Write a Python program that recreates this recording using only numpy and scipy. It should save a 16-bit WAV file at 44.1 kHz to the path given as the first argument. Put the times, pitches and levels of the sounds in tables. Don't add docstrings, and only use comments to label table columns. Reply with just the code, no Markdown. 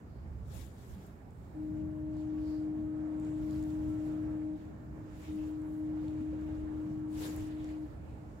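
import sys
import numpy as np
from scipy import signal
from scipy.io import wavfile

SR = 44100
rng = np.random.default_rng(int(sys.argv[2]) if len(sys.argv) > 2 else 0)


def file_out(sig):
    cols = np.atleast_2d(sig).T
    lim = np.clip(cols, -1, 1)
    pcm = np.round(lim * 32767).astype(np.int16)
    wavfile.write(sys.argv[1], SR, pcm)


def level_to_linear(level):
    exponent = np.asarray(level, float) / 20
    return 10 ** exponent


N = 370440


def rms_one(x):
    return x / np.sqrt(np.mean(x ** 2) + 1e-20)


def in_time(rows):
    s, *columns = np.transpose(rows)
    return [np.interp(np.arange(N) / SR, s, c) for c in columns]


def at_hz(points, hz):
    points = np.array(points)
    return np.interp(np.log(hz), np.log(points[:, 0]), points[:, 1])


def full(slow):
    return np.interp(np.arange(N) / 40, np.arange(len(slow)), slow)


def drift(rate):
    r = np.exp(-80 * np.pi * rate / SR)
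    slow = signal.lfilter([1], [1, -2 * r, r * r], rng.standard_normal(N // 40 + 2002))
    return full(rms_one(slow[2000:]))


def pan(db):
    return level_to_linear(np.array([db / 2, -db / 2]))


def band_pass(x, low, high):
    return signal.sosfilt(signal.butter(2, [low, high], "band", fs=SR, output="sos"), x)


def resonance(x, hz, width_hz):
    r = np.exp(-np.pi * width_hz / SR)
    poles = [1, -2 * r * np.cos(2 * np.pi * hz / SR), r * r]
    return signal.lfilter(np.array([1, 0, -1]) * (1 - r * r) / 2, poles, x)


def swells(s, fall_s, edge):
    late = np.arange(0, N + 40, 40) / SR - np.array(s)[:, None]
    rise_share = 0.88
    span = np.array(fall_s)[:, None] * np.where(late < 0, rise_share, 1)
    return np.exp(-(np.abs(late) / span) ** edge)


def banded_noise(spectrum, patchy_db, rate, colours=None):
    # pitch in Hz, left-right likeness from -1 to 1.
    likeness = [(60, 0.87), (130, 0.95), (290, 0.79), (640, 0.1), (1410, -0.24), (3100, 0.0042),
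                (6820, 0.031), (15000, -0.1)]
    # pitch in Hz, left-right difference in dB.
    lean = [(60, -4.5), (150, -1), (380, 0.5), (950, -4.5), (2380, -5), (5980, -1.5), (15000, 0.5)]
    first, last = spectrum[0][0], spectrum[-1][0]
    edges = np.geomspace(first, last, int(3 * np.log2(last / first)) + 1)
    white, together = rng.standard_normal((2, 2, N)), drift(rate / 4)
    out, power = 0, 0
    for k, (low, high) in enumerate(zip(edges, edges[1:])):
        mid, side = band_pass(white[k % 2], low, high)
        hz = np.sqrt(low * high)
        alike = np.clip(at_hz(likeness, hz), -.99, .99)
        mid, side = np.sqrt(1 + alike) * mid, np.sqrt(1 - alike) * side
        db = patchy_db * (0.62 * together + drift(rate))
        for j, (_, curve_db) in enumerate(colours or []):
            share = at_hz([(c[0], i == j) for i, c in enumerate(colours)], hz)
            db = db + curve_db * share
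        band = level_to_linear(at_hz(spectrum, hz)) * np.array([mid + side, mid - side])
        power += np.mean(band ** 2)
        out = out + level_to_linear(db) * band * pan(at_hz(lean, hz))[:, None]
    return out / np.sqrt(power)


def swell_rumble(vigour_db):
    # pitch in Hz, level in dB per Hz.
    rumble = [(22, -29.5), (35, -12), (50, -5), (80, -5.5), (113, -0.5), (170, -4.5), (270, -9.5)]
    # middle in seconds, half length in seconds, level in dB.
    booms = [(0.316, 0.19, -46.5), (0.53, 0.11, -48), (0.93, 0.03, -46.5), (1.4, 0.047, -52),
             (1.8, 0.15, -47.5), (2.125, 0.086, -48.5), (2.405, 0.21, -51), (2.85, 0.038, -48),
             (3.017, .05, -54.5), (3.418, 0.15, -49.5), (3.595, 0.049, -47.5), (3.842, 0.11, -45.5),
             (4.234, 0.092, -52.5), (4.896, 0.047, -49.5), (5.19, 0.13, -51), (5.44, 0.041, -51),
             (5.842, 0.32, -53), (6.204, 0.19, -53), (6.604, 0.15, -46), (7.002, 0.037, -51),
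             (7.2, 0.032, -46.5), (7.41, 0.054, -45.5), (7.65, .05, -49.5), (8.003, 0.16, -49.5),
             (8.318, 0.034, -49.5)]
    # middle in seconds, half length in seconds, rumble gain in dB.
    rolls = [(.97, .06, 1), (1.786, 0.13, 6.5), (2.12, .1, 5), (2.344, 0.046, 1.5), (2.753, .08, 1.5),
             (3.758, 0.039, 2.5), (4.07, .1, 0.5), (4.917, 0.2, 2.5), (6.07, 0.058, 5.5), (6.41, 0.058, 4),
             (6.878, 0.087, 3.5), (7.28, 0.043, 7)]
    edge, lull_db = 1.46, -57
    s, fall_s, db = np.transpose(booms)
    boom_db = 10 * np.log10(full(level_to_linear(2 * db) @ swells(s, fall_s, edge)) + level_to_linear(2 * lull_db))
    s, fall_s, db = np.transpose(rolls)
    rumble_db = -49.5 + vigour_db + full(db @ swells(s, fall_s, edge))
    colours = [(75, boom_db + 3.5), (110, rumble_db + 0.16)]
    low = banded_noise(rumble, patchy_db=-1.05, rate=1.6, colours=colours)
    hollow = resonance(banded_noise(rumble, patchy_db=0, rate=4.), hz=70., width_hz=13.)
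    return low + level_to_linear(boom_db + 1.5) * rms_one(hollow)


def rock_wash(wash_db, vigour_db, coarse_db):
    # pitch in Hz, level in dB per Hz.
    wash = [(130, -41), (220, -11), (308, -5.5), (495, -11.5), (833, -13.5), (1010, -18), (1610, -22.5),
            (2200, -31), (3500, -52.5), (4550, -65), (7700, -120)]
    depth_db = 4.5 + 0.1 * vigour_db
    level_db = 10 * np.log10(level_to_linear(2 * wash_db) + level_to_linear(2 * (coarse_db + 3.5)))
    colours = [(450, depth_db - 3.0), (900, 0.015)]
    return level_to_linear(level_db + 5.5) * banded_noise(wash, patchy_db=1.55, rate=14.0, colours=colours)


def spray_levels(vigour_db):
    # peak in seconds, fall in seconds, level in dB, tilt towards fine mist in dB per octave,
    # left-right difference in dB.
    splashes = [(0.589, 0.072, -69.5, 0, 12), (.82, .07, -75.5, -1, 8), (.93, .06, -75.5, -1.5, 3),
                (1.04, 0.066, -75, -1, 6), (1.8, 0.044, -85.5, -10, -3.5), (2.2, 0.09, -80, -5.5, -0.5),
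                (2.48, .12, -76, -3.5, 3), (3.26, 0.065, -79.5, -6, 4), (3.56, .17, -73.5, -2, 3),
                (3.85, 0.21, -77.5, -2, 2), (4.08, 0.077, -78.5, -4, 0), (4.6, 0.063, -82.5, -5, 4),
                (5.1, 0.079, -81.5, -4.5, -1), (5.26, .09, -68.5, -3, 5.5), (5.46, 0.077, -77.5, -3.5, 1),
                (5.7, .1, -82, 2, 4), (6.1, .1, -78.5, -7, 6), (6.4, 0.38, -80.5, -6.5, 0.5),
                (7.15, .03, -72, -0.5, 9.5), (7.245, 0.05, -59, -1, 4.5), (7.37, 0.075, -64, -2.5, 4),
                (7.5, 0.055, -74.5, -7, 4), (7.65, 0.079, -71, -6.5, 7), (7.86, 0.17, -84, -3, 1.5)]
    # pitch in Hz, share of the tilt in octaves.
    spray_bands = [
        (2500, -1.03),
        (4600, -0.26),
        (7400, 0.57),
        (11000, 1.6),
    ]
    s, fall_s, db, tilt, lean = np.transpose(splashes)
    shapes = swells(s, fall_s, edge=1.8)
    lapping_db, lapping_tilt = -86 + 0.95 * vigour_db, -2
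    colours = []
    for hz, octaves in spray_bands:
        power = full(level_to_linear(2 * (db + tilt * octaves)) @ shapes)
        power = power + level_to_linear(2 * (lapping_db + lapping_tilt * octaves))
        colours.append((hz, 10 * np.log10(power)))
    return colours, full(level_to_linear(2 * db) * lean @ shapes) / level_to_linear(2 * colours[1][1])


def crackle(per_s, size_db):
    sizes = level_to_linear(size_db * np.minimum(rng.exponential(1, (2, N)), 5)) * rng.choice([-1, 1], (2, N))
    clicks = sizes * (rng.random((2, N)) < per_s / SR)
    return rms_one(band_pass(clicks + 1e-18, 5000, 15500))


def spray_fizz(colours, lean_db):
    # pitch in Hz, level in dB per Hz.
    fizz = [(1500, 2), (2500, 1), (4600, -2), (7400, -4), (11000, -4), (15800, -4)]
    foam_db = colours[2][1]
    out = banded_noise(fizz, patchy_db=2.06, rate=16.0, colours=colours)
    out = out + level_to_linear(-12.0 + foam_db) * crackle(per_s=530.0, size_db=4.0)
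    return level_to_linear(6.0) * pan(lean_db) * out


def sea():
    # time in seconds, wash level in dB.
    surf = [(0.0, -64.5), (0.75, -65), (1.38, -65.5), (1.59, -64), (1.82, -63.5), (3.63, -59.5),
            (4.3, -59.5), (4.65, -63.5), (5.03, -63), (5.43, -62), (6.03, -61.5), (6.2, -61), (7.0, -60.5),
            (7.23, -63.5), (7.37, -64.5), (7.46, -61.5), (8.0, -64.5), (8.4, -62)]
    wash_db, = in_time(surf)
    vigour_db = wash_db - wash_db.mean()
    colours, lean_db = spray_levels(vigour_db)
    wash = rock_wash(wash_db, vigour_db, coarse_db=colours[0][1])
    return swell_rumble(vigour_db) + wash + spray_fizz(colours, lean_db)


def crack_jets():
    # middle in seconds, length in seconds, pitch in Hz, level in dB, left-right difference in dB.
    squirts = [(.15, .1, 4480, -82, 2), (0.584, 0.073, 3580, -69, 5), (.92, .12, 12500, -79.5, 9),
               (2.19, 0.07, 4540, -80, 6), (2.522, 0.092, 4600, -69, -2), (3.285, 0.11, 7600, -76.5, 1),
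               (4.0, 0.18, 7440, -80.5, -1), (.85, 0.11, 8000, -85.5, 5), (3.53, .07, 4700, -73.5, 1),
               (5.26, .04, 2300, -64, 2), (5.406, .04, 2700, -69, -1), (8.102, .1, 2500, -76, -2),
               (7.246, 0.032, 3650, -56.5, 4)]
    out, t, white = 0, np.arange(N) / SR, rng.standard_normal((2, N))
    for s, length, hz, db, lean in squirts:
        swell = level_to_linear(db) * np.exp(-((t - s) / length) ** 2)
        width_hz = 0.24 * hz
        swish = rms_one(resonance(resonance(white, hz, width_hz), hz, width_hz))
        out = out + swell * pan(lean)[:, None] * swish
    return out


def add_bubble(out, s, db, hz, lean_db, cycles, rise):
    at = round(s * SR)
    t = np.arange(min(int(2 * cycles / hz * SR), N - at)) / SR
    shape = (1 - np.exp(-t * hz * 0.69)) * level_to_linear(-60 * t * hz / cycles)
    ring = shape * np.sin(2 * np.pi * hz * t * (1 + rise * t * hz / cycles))
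    out[:, at:at + len(t)] += pan(lean_db)[:, None] * level_to_linear(db) * ring


def gulps_and_plops():
    # start in seconds, peak in dB, pitch in Hz.
    gulps = [
        (0.957, -38, 188.6),
        (2.119, -44, 133),
        (2.783, -38, 220),
        (3.468, -37.5, 200.6),
        (5.327, -38, 193),
        (6.2, -36.5, 255),
    ]
    # start in seconds, peak in dB, pitch in Hz, ring in cycles.
    plops = [
        (6.038, -49, 500, 40),
        (6.326, -43, 520, 45),
        (7.644, -45, 620, 14),
        (7.689, -46.5, 680, 14),
    ]
    out = np.zeros((2, N))
    for s, db, hz in gulps:
        add_bubble(out, s, db + 1., hz, -2., cycles=39.0, rise=0.085)
    for s, db, hz, cycles in plops:
        add_bubble(out, s, db + 1.5, hz, -3., cycles, rise=.12)
    return out


def drips():
    # start in seconds, peak in dB, pitch of the strongest bubbles in Hz, left-right difference in dB.
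    drops = [(1.0653, -58, 11000, 12), (1.3074, -67, 7700, 2), (2.168, -63, 5000, 0),
             (3.1988, -57, 7700, 2), (3.248, -58, 5530, 2), (3.5092, -52, 4500, -1), (3.53, -58, 4200, 3),
             (3.5596, -56, 4500, -.5), (3.6269, -52, 5500, 6), (3.638, -53, 6000, 4),
             (3.7042, -54, 5000, -2), (5.6188, -64.5, 7700, -2.5), (6.0817, -51, 3500, 2),
             (6.411, -57, 4670, 0), (7.363, -43.5, 11000, -5), (7.6442, -50, 4800, -3),
             (7.69, -58, 3800, 5)]
    tick_hz = [
        [3500, 4300],
        [7200, 8200],
        [11800, 14000],
    ]
    slap_span = 1.45
    out = np.zeros((2, N))
    detune = np.exp(0.025 * rng.standard_normal((len(drops), 6)))
    slaps = rng.standard_normal((len(drops), 200)) * np.exp(-np.arange(200) / SR / 0.00082)
    for (s, slap_db, best_hz, lean), off, slap in zip(drops, detune, slaps):
        slap = band_pass(slap, best_hz / slap_span, best_hz * slap_span)
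        at = round(s * SR)
        out[:, at:at + 200] += level_to_linear(slap_db - 1.5) * pan(lean)[:, None] * slap
        for hz in np.ravel(tick_hz) * off:
            db = slap_db - 13. - 11. * abs(np.log2(hz / best_hz))
            add_bubble(out, s, db + 9.5, min(hz, 14400), lean, cycles=hz * 0.0096, rise=.03)
    return out


def horn_partial(tables, multiple, edge_s, flutter_db, wander, sag=0):
    horn_hz, right_lead = 308.05, 0.63
    out, t = np.zeros((2, N)), np.arange(N) / SR
    for rows in tables:
        start, end = rows[0][0], rows[-1][0]
        gate = np.clip(np.minimum(t - start, (end - t) / 2) / edge_s + 1, 0, 1)
        level_db, lean_db = in_time(rows)
        pitch = multiple * horn_hz * (1 - sag * (1 - gate) * (t > end))
        phase = 2 * np.pi * np.cumsum(pitch) / SR + wander * drift(7.7)
        apart = right_lead / multiple + wander * drift(1.9)
        shimmer = flutter_db * np.array([drift(6.5), drift(9.)])
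        wave = np.sin([phase, phase + apart])
        out += np.sqrt(2) * gate * level_to_linear(level_db + shimmer) * pan(lean_db) * wave
    return out


def ship_horn():
    # time in seconds, fundamental level in dB, left-right difference in dB.
    blasts = [
        [(1.56, -43, 2), (1.62, -39.5, 4), (1.84, -39.5, 6.5), (1.94, -42.5, 5.5), (2.03, -39.5, 5),
         (2.51, -36, 3), (2.97, -37.5, 4.5), (4.02, -36, 4.0), (4.55, -38.5, 4.0)],
        [(5.29, -39.5, 2), (5.38, -37.5, 5.0), (5.68, -41.5, 3.5), (5.82, -37, 2.5), (6.4, -38.5, 4),
         (6.61, -40, 5), (6.77, -39, 4.5), (7.81, -41, 3), (7.84, -39, 4.0)],
    ]
    # time in seconds, octave level in dB, left-right difference in dB.
    octaves = [
        [(1.58, -65, 2), (1.64, -63.5, 3.5), (2.07, -59, 0), (2.54, -63, -0.5), (2.75, -62, -4), (3.8, -61, -2),
         (4.5, -61, -3), (4.7, -73.5, -12), (5.25, -73, 0)],
        [(5.33, -65, -2), (5.5, -70, -7), (5.68, -65, -2), (6.41, -64.5, -4), (7.1, -71, -2), (7.4, -68.5, 2),
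         (7.85, -66.5, -9), (8.0, -77, -11), (8.4, -69, -9)],
    ]
    fundamental = horn_partial(blasts, multiple=1, edge_s=.02, flutter_db=.45, wander=.03, sag=.06)
    octave = horn_partial(octaves, multiple=2, edge_s=.04, flutter_db=1.8, wander=.3)
    twelfth = level_to_linear(-42.) * horn_partial(blasts, multiple=3, edge_s=.04, flutter_db=3.5, wander=.4)
    return fundamental + octave + twelfth


def far_whines():
    # start in seconds, length in seconds, pitch in Hz, level in dB.
    tones = [
        (1.8, .1, 1130, -76),
        (2.3, .12, 1130, -72),
        (2.83, .22, 1265, -75),
        (3.87, .14, 1337, -71),
        (4.02, .35, 1337, -77),
        (6.97, .1, 1337, -73),
        (7.76, .26, 1337, -80),
    ]
    out, t = 0, np.arange(N) / SR
    for s, length, hz, db in tones:
        gate = np.clip(np.minimum(t - s, s + length - t) / 0.042, 0, 1)
        out = out + level_to_linear(db) * gate * np.sin(2 * np.pi * hz * t)
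    return np.sqrt(2) * out * pan(-7.5)[:, None]


def shore_echo():
    # time in seconds, level in dB, left-right difference in dB.
    returns = [
        [(4.61, -47.5, 4), (4.768, -57.5, 10), (4.918, -52, 7.5), (5.102, -51.5, -4), (5.192, -48.5, 0),
         (5.23, -54, 4.0)],
        [(7.91, -56.5, 3.0), (8.104, -62.5, 13.0), (8.158, -56, -2.5), (8.246, -54, 7), (8.326, -58, -3),
         (8.4, -59, 10)],
    ]
    return horn_partial(returns, multiple=1, edge_s=.035, flutter_db=2.2, wander=.28)


def scene():
    water = sea() + crack_jets() + gulps_and_plops() + drips()
    return water + ship_horn() + far_whines() + shore_echo()


def microphones(x):
    # pitch in Hz, level in dB per Hz.
    hiss = [(2000, -6), (3000, -12.5), (4500, -12.5), (6000, -15), (8500, -14), (9500, -28.5), (15800, -11)]
    x = x + level_to_linear(-79) * banded_noise(hiss, patchy_db=2.0, rate=2.5)
    return x + .9 * resonance(x, hz=7190.0, width_hz=750.0)


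def low_pass(x):
    return signal.sosfilt(signal.butter(12, 16030, fs=SR, output="sos"), x)


def record(dry):
    mix = microphones(dry)
    return low_pass(mix)


dry = scene()
out = record(dry)
file_out(out)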